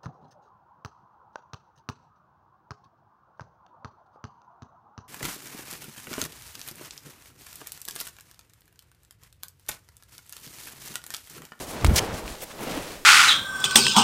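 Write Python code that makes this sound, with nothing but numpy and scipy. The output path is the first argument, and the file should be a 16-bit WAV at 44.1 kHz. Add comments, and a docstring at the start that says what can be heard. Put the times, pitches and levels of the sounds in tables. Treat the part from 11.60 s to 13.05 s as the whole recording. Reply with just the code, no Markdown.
"""In a quiet wood, a large synthetic fabric bag is shaken out once and settles on the leafy ground.
The cloth cracks as it pulls tight, its flaps push low puffs of air, and a fold zips over the weave.
Then the bag billows down, swishing softly as cloth slides on cloth, and lands on dry leaves
with a light thud. Faint, steady air is heard among the trees throughout."""
import sys
import numpy as np
from scipy.fft import rfft, irfft, next_fast_len
from scipy.io import wavfile
from scipy.ndimage import map_coordinates

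SR = 44100
rng = np.random.default_rng(int(sys.argv[2]) if len(sys.argv) > 2 else 0)


def wav_out(sig):
    """Save sig, one row per channel (or a flat mono array), as 16-bit PCM at SR to the path in sys.argv[1]."""
    wavfile.write(sys.argv[1], SR, np.round(np.clip(np.atleast_2d(sig).T, -1, 1) * 32767).astype(np.int16))


N = 63945

# the deep tone of air pushed by the bag (frequency [Hz], relative level [dB])
GUST_SPECTRUM = [(15, -28), (30, -3.5), (80, -0.5), (180, -6.5), (280, -10), (500, -33), (1200, -51),
                 (4000, -90)]


def cracks():
    """A fold whips straight or a small crease gives way: one sharp pop, then a short crackle."""
    # each crack (start [s], level [dB], time to fade by 60 dB [s], pop pitch [Hz], pop over crackle [dB])
    snaps = [(.2461, -14.5, 0.027, 980, 9), (.2538, -31, 0.0097, 5000, 0),
             (0.2657, -27.5, 0.014, 4500, 16.5), (.2716, -34.5, 0.0044, 9000, 21),
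             (.3882, -19, .003, 2980, 11), (.6415, -39, 0.0065, 5000, 5), (.6793, -27.5, 0.0054, 3620, 8.5),
             (.7537, -40.5, 0.0022, 4000, 12), (1.121, -29.5, .003, 4000, 8), (1.17, -38, .012, 12000, 6),
             (1.2788, -34, 0.0028, 4020, 11), (1.318, -37, 0.0055, 9000, 10)]
    # tone of the crackle (frequency [Hz], relative level [dB])
    crackle_spectrum = [(150, -20), (600, -4.5), (2400, 3), (4000, -0.5), (6500, -17), (8800, -4.5),
                        (11500, -18), (16000, -13)]
    out = np.zeros(N)
    for start, db, fade_s, pop_hz, pop_db in snaps:
        t = np.maximum(since(start), 0)
        phase = 2 * np.pi * pop_hz * t
        pop = -amp(pop_db) * np.sin(phase) * np.exp(-phase / 2.73 + .5)  # dies in about one cycle
        crackle = coloured(noise(), crackle_spectrum) * amp(-60 * t / fade_s)
        out += amp(db) * (t > 0) * (pop + crackle)
    return out


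def flaps():
    """Each flap of the cloth sends out a low wave of pressure and a wake of swirling air."""
    # each flap (time [s], level [dB], pitch [Hz], half width of the wake [s])
    beats = [(0.226, -24.5, 110, 0.016), (0.2541, -8, 90, 0.011), (.269, -22, 121, 0.012),
             (0.291, -9.5, 60, 0.0143), (0.3176, -15, 162, 0.0085), (0.337, -16.5, 85, 0.022),
             (.378, -28, 70, 0.027), (.423, -29.5, 94, 0.016), (0.539, -25.5, 70, 0.021),
             (0.654, -30.5, 51.6, 0.023), (0.711, -35.5, 42.5, 0.02)]
    out = np.zeros(N)
    for time, db, hz, wake_s in beats:
        wake = amp(-8) * swell(time, wake_s) * coloured(noise(), GUST_SPECTRUM)
        out += amp(db) * (pressure_wave(time, hz, cycles=0.69) + wake)
    return out


def zipping_fold():
    """A tight fold rasps over the threads in two surges, slowing and growing duller, and stops dead."""
    # tone of the rasp (frequency [Hz], relative level [dB])
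    rasp_spectrum = [(150, -10), (400, -25), (1100, -11), (2400, -2), (4200, -2.5), (5400, 1), (7300, -4),
                     (11000, -9.5), (16000, -17.5)]
    length_s, rise_s, stop_s = .040, 0.0054, 0.0015
    first_surge_s, surge_gap_s = 0.0054, 0.024
    start_hz, end_hz = 1500, 741.5  # threads crossed per second
    t = since(.356)
    progress = np.clip(t / length_s, 0, 1)
    thread_hz = (start_hz + (end_hz - start_hz) * progress) * np.exp(.15 * wobble(900))
    threads_crossed = np.cumsum(thread_hz) / SR
    catching = np.exp(-(threads_crossed % 1))  # each thread catches, then lets go
    rasp = unit(catching * noise())
    bright = coloured(rasp, rasp_spectrum, tilt_db=3.0)
    dull = coloured(rasp, rasp_spectrum, tilt_db=-2.5)
    grip = np.clip(t / rise_s, 0, 1) * np.clip((length_s - t) / stop_s, 0, 1)
    surge_db = 1.5 * np.cos(2 * np.pi * (t - first_surge_s) / surge_gap_s)
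    return amp(-19.5 + surge_db) * grip * ((1 - progress) * bright + progress * dull)


def billow():
    """Countless soft folds buckle as the bag moves and stirs the air."""
    # loudness of the moving cloth (time [s], level [dB])
    motion = [(0, -39.5), (.025, -38.5), (.06, -43.5), (.11, -39), (.175, -36.5), (.205, -40), (.24, -36.5),
              (.31, -31), (.42, -30), (.52, -34), (.58, -38), (.63, -40.5), (.69, -39.5), (.76, -44),
              (.79, -54), (.83, -42.5), (.87, -51.5), (.95, -44.5), (1.0, -54)]
    # tone of the soft folds (frequency [Hz], relative level [dB])
    fold_spectrum = [(30, -18), (100, -10.5), (250, -6.5), (480, -4), (750, -7), (1600, -15.5), (3000, -21),
                     (6000, -30.5), (16000, -50)]
    folds = coloured(grains(rate=9000, spread_db=3.5), fold_spectrum) * amp(0.72 * wobble(69.8))
    draught = amp(-9) * coloured(noise(), GUST_SPECTRUM)
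    return (folds + draught) * level(motion)


def landing():
    """The bag spreads over the ground with dull thuds and crushes dry leaves in small clumps."""
    # loudness of the bag pressing on the ground (time [s], level [dB])
    contact = [(.93, -59), (.982, -42), (1.025, -35), (1.06, -36), (1.115, -33.5), (1.18, -36.5),
               (1.215, -37.5), (1.31, -41.5), (1.37, -41), (1.42, -54.5), (1.45, -68)]
    # the bag and its cushion of air meeting the ground (time [s], level [dB], pitch [Hz])
    bumps = [(1.015, -35.5, 213), (1.037, -31, 305), (1.078, -32, 260), (1.116, -35, 168),
             (1.158, -36, 250), (1.177, -26.5, 288)]
    # tone of cloth and air against the ground (frequency [Hz], relative level [dB])
    ground_spectrum = [(30, -6), (130, -5.5), (280, -4.5), (550, -2), (1100, -10.5), (2700, -15.5),
                       (6000, -28.5), (11000, -35), (16000, -35)]
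    # tone of the dry leaves (frequency [Hz], relative level [dB])
    leaf_spectrum = [(300, -29), (1200, -15), (3500, 1.5), (6000, -6), (9000, -6.5), (12500, -4.5),
                     (16000, -17)]
    cloth = coloured(noise(), ground_spectrum) * amp(1.1 * wobble(59.6))
    clumps = amp(-11.5 + 3.0 * wobble(130))
    leaves = clumps * coloured(grains(rate=2500, spread_db=7.5), leaf_spectrum)
    thuds = np.zeros(N)
    for time, db, hz in bumps:
        squeezed_air = amp(-6.5) * swell(time, 0.0091) * coloured(noise(), ground_spectrum)
        thuds += amp(db) * (pressure_wave(time, hz, cycles=2.0) + squeezed_air)
    landed = since(contact[0][0]) > 0
    return level(contact) * landed * (cloth + leaves) + thuds


def swishes():
    """Panels of cloth slide over each other in grainy strokes."""
    # each stroke (start [s], length [s], level [dB], tilt towards the treble [dB per octave])
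    strokes = [(-.02, 0.068, -41, 2), (0.071, 0.082, -41.5, 3), (.15, 0.1, -41, -4),
               (0.259, 0.018, -33.5, -2), (0.272, 0.068, -46, 9), (0.338, 0.054, -35.5, 4.5),
               (0.393, 0.077, -43.5, 0.5), (0.531, 0.072, -39.5, -1), (0.661, 0.088, -42, -0.5),
               (0.75, 0.069, -51, -1), (0.803, .022, -44, 1.5), (.85, 0.091, -49.5, -1.5),
               (0.901, 0.022, -42.5, -4), (0.985, 0.067, -47, -7), (1.002, 0.052, -43.5, 6),
               (1.068, 0.13, -40.5, -2), (1.2, 0.16, -44, -1)]
    # tone of the rubbing weave (frequency [Hz], relative level [dB])
    weave_spectrum = [(200, -21), (800, -0.5), (2000, -2), (3500, -1), (6000, -1.5), (9000, -3.5),
                      (13000, -8), (16000, -17.5)]
    fade_share = 0.51  # each fade, in and out, takes this share of the length
    out = np.zeros(N)
    for start, length, db, tilt_db in strokes:
        progress = since(start) / length
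        fade = np.clip(np.minimum(progress, 1 - progress) / fade_share + .5, 0, 1)
        gain = amp(db + 1.16 * wobble(200)) * fade
        out += gain * coloured(grains(rate=14000, spread_db=6.5), weave_spectrum, tilt_db)
    return out


def edge_flick():
    """An edge of the released bag brushes past in a short, bright scrape."""
    # tone of the scrape (frequency [Hz], relative level [dB])
    scrape_spectrum = [(200, -21), (550, 4), (1000, -8), (2900, -4), (5000, -10), (8000, -3), (12500, -4.5),
                       (16000, -5.5)]
    length_s, rise_s, fall_s = 0.0266, 0.0083, 0.0057
    t = since(.818)
    fade = np.clip(t / rise_s + 0.47, 0, 1) * np.clip((length_s - t) / fall_s + .5, 0, 1)
    gain = amp(-35.5 + 1.8 * wobble(350)) * fade
    return gain * coloured(grains(rate=16000, spread_db=-0.5), scrape_spectrum)


def woodland():
    """Faint, steady air among the trees."""
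    # tone of the air in the wood (frequency [Hz], relative level [dB])
    air_spectrum = [(20, 5.5), (50, -5), (120, -8), (350, 2.5), (650, -6.5), (1200, -12), (3000, -13),
                    (7000, -13.5), (10500, -17), (13000, -16.5), (16000, -24)]
    return amp(-47) * coloured(noise(), air_spectrum)


def pressure_wave(time, hz, cycles):
    """A swing of air pressure centred on a time, fading over the given cycles on either side."""
    phase = hz * since(time)
    return -np.sin(2 * np.pi * phase) * np.exp(-(phase / cycles) ** 2)


def swell(time, half_width_s):
    """A brief rise and fall around a time."""
    return np.exp(-np.abs(since(time)) / half_width_s)


def amp(db):
    """Turn decibels into a gain to multiply by."""
    return 10 ** (np.asarray(db) / 20)


def unit(x):
    """Scale a signal to an average strength (rms) of 1."""
    return x / np.sqrt(np.mean(x ** 2) + 1e-20)


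def since(time):
    """Seconds since a time, for every sample."""
    return np.arange(N) / SR - time


def level(points):
    """A gain that follows (time [s], level [dB]) points and is silent after the last."""
    times, db = np.transpose(points)
    return amp(np.interp(since(0), times, db, right=-120))


def wobble(rate):
    """A smooth curve through random values, rate of them per second."""
    return map_coordinates(rng.standard_normal(N // 8), [np.arange(N) * rate / SR], mode="wrap")


def filtered(x, response):
    """Scale each frequency in x by the gain response(hz)."""
    size = next_fast_len(N + SR // 4)
    return irfft(rfft(x, size) * response(np.fft.rfftfreq(size, 1 / SR)), size)[:N]


def coloured(x, spectrum, tilt_db=0):
    """Shape the tone of x with a spectrum, tilted by tilt_db per octave, and scale it to strength 1."""
    freqs, db = np.transpose(spectrum)
    octave = lambda hz: np.log2(np.clip(hz, freqs[0], None))
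    response = lambda hz: amp(np.interp(octave(hz), np.log2(freqs), db) + tilt_db * octave(hz))
    return unit(filtered(x, response))


def noise():
    """White noise: an even hiss."""
    return rng.standard_normal(N)


def grains(rate, spread_db):
    """Tiny clicks of varied size at random moments, about rate of them per second."""
    clicks = (rng.random(N) < rate / SR) * rng.choice([-1, 1], N)
    sizes = amp(spread_db * np.clip(noise(), -2, 2))
    return unit(clicks * sizes)


def scene():
    """All the sources together in the open air, in one channel."""
    bag = billow() + swishes() + cracks() + zipping_fold() + edge_flick() + flaps() + landing()
    return (bag + woodland())[None]


def record(dry):
    """Cut away the very highest treble."""
    top_hz = 15900
    return filtered(dry[0], lambda hz: hz < top_hz)[None]


dry = scene()
out = record(dry)
wav_out(out)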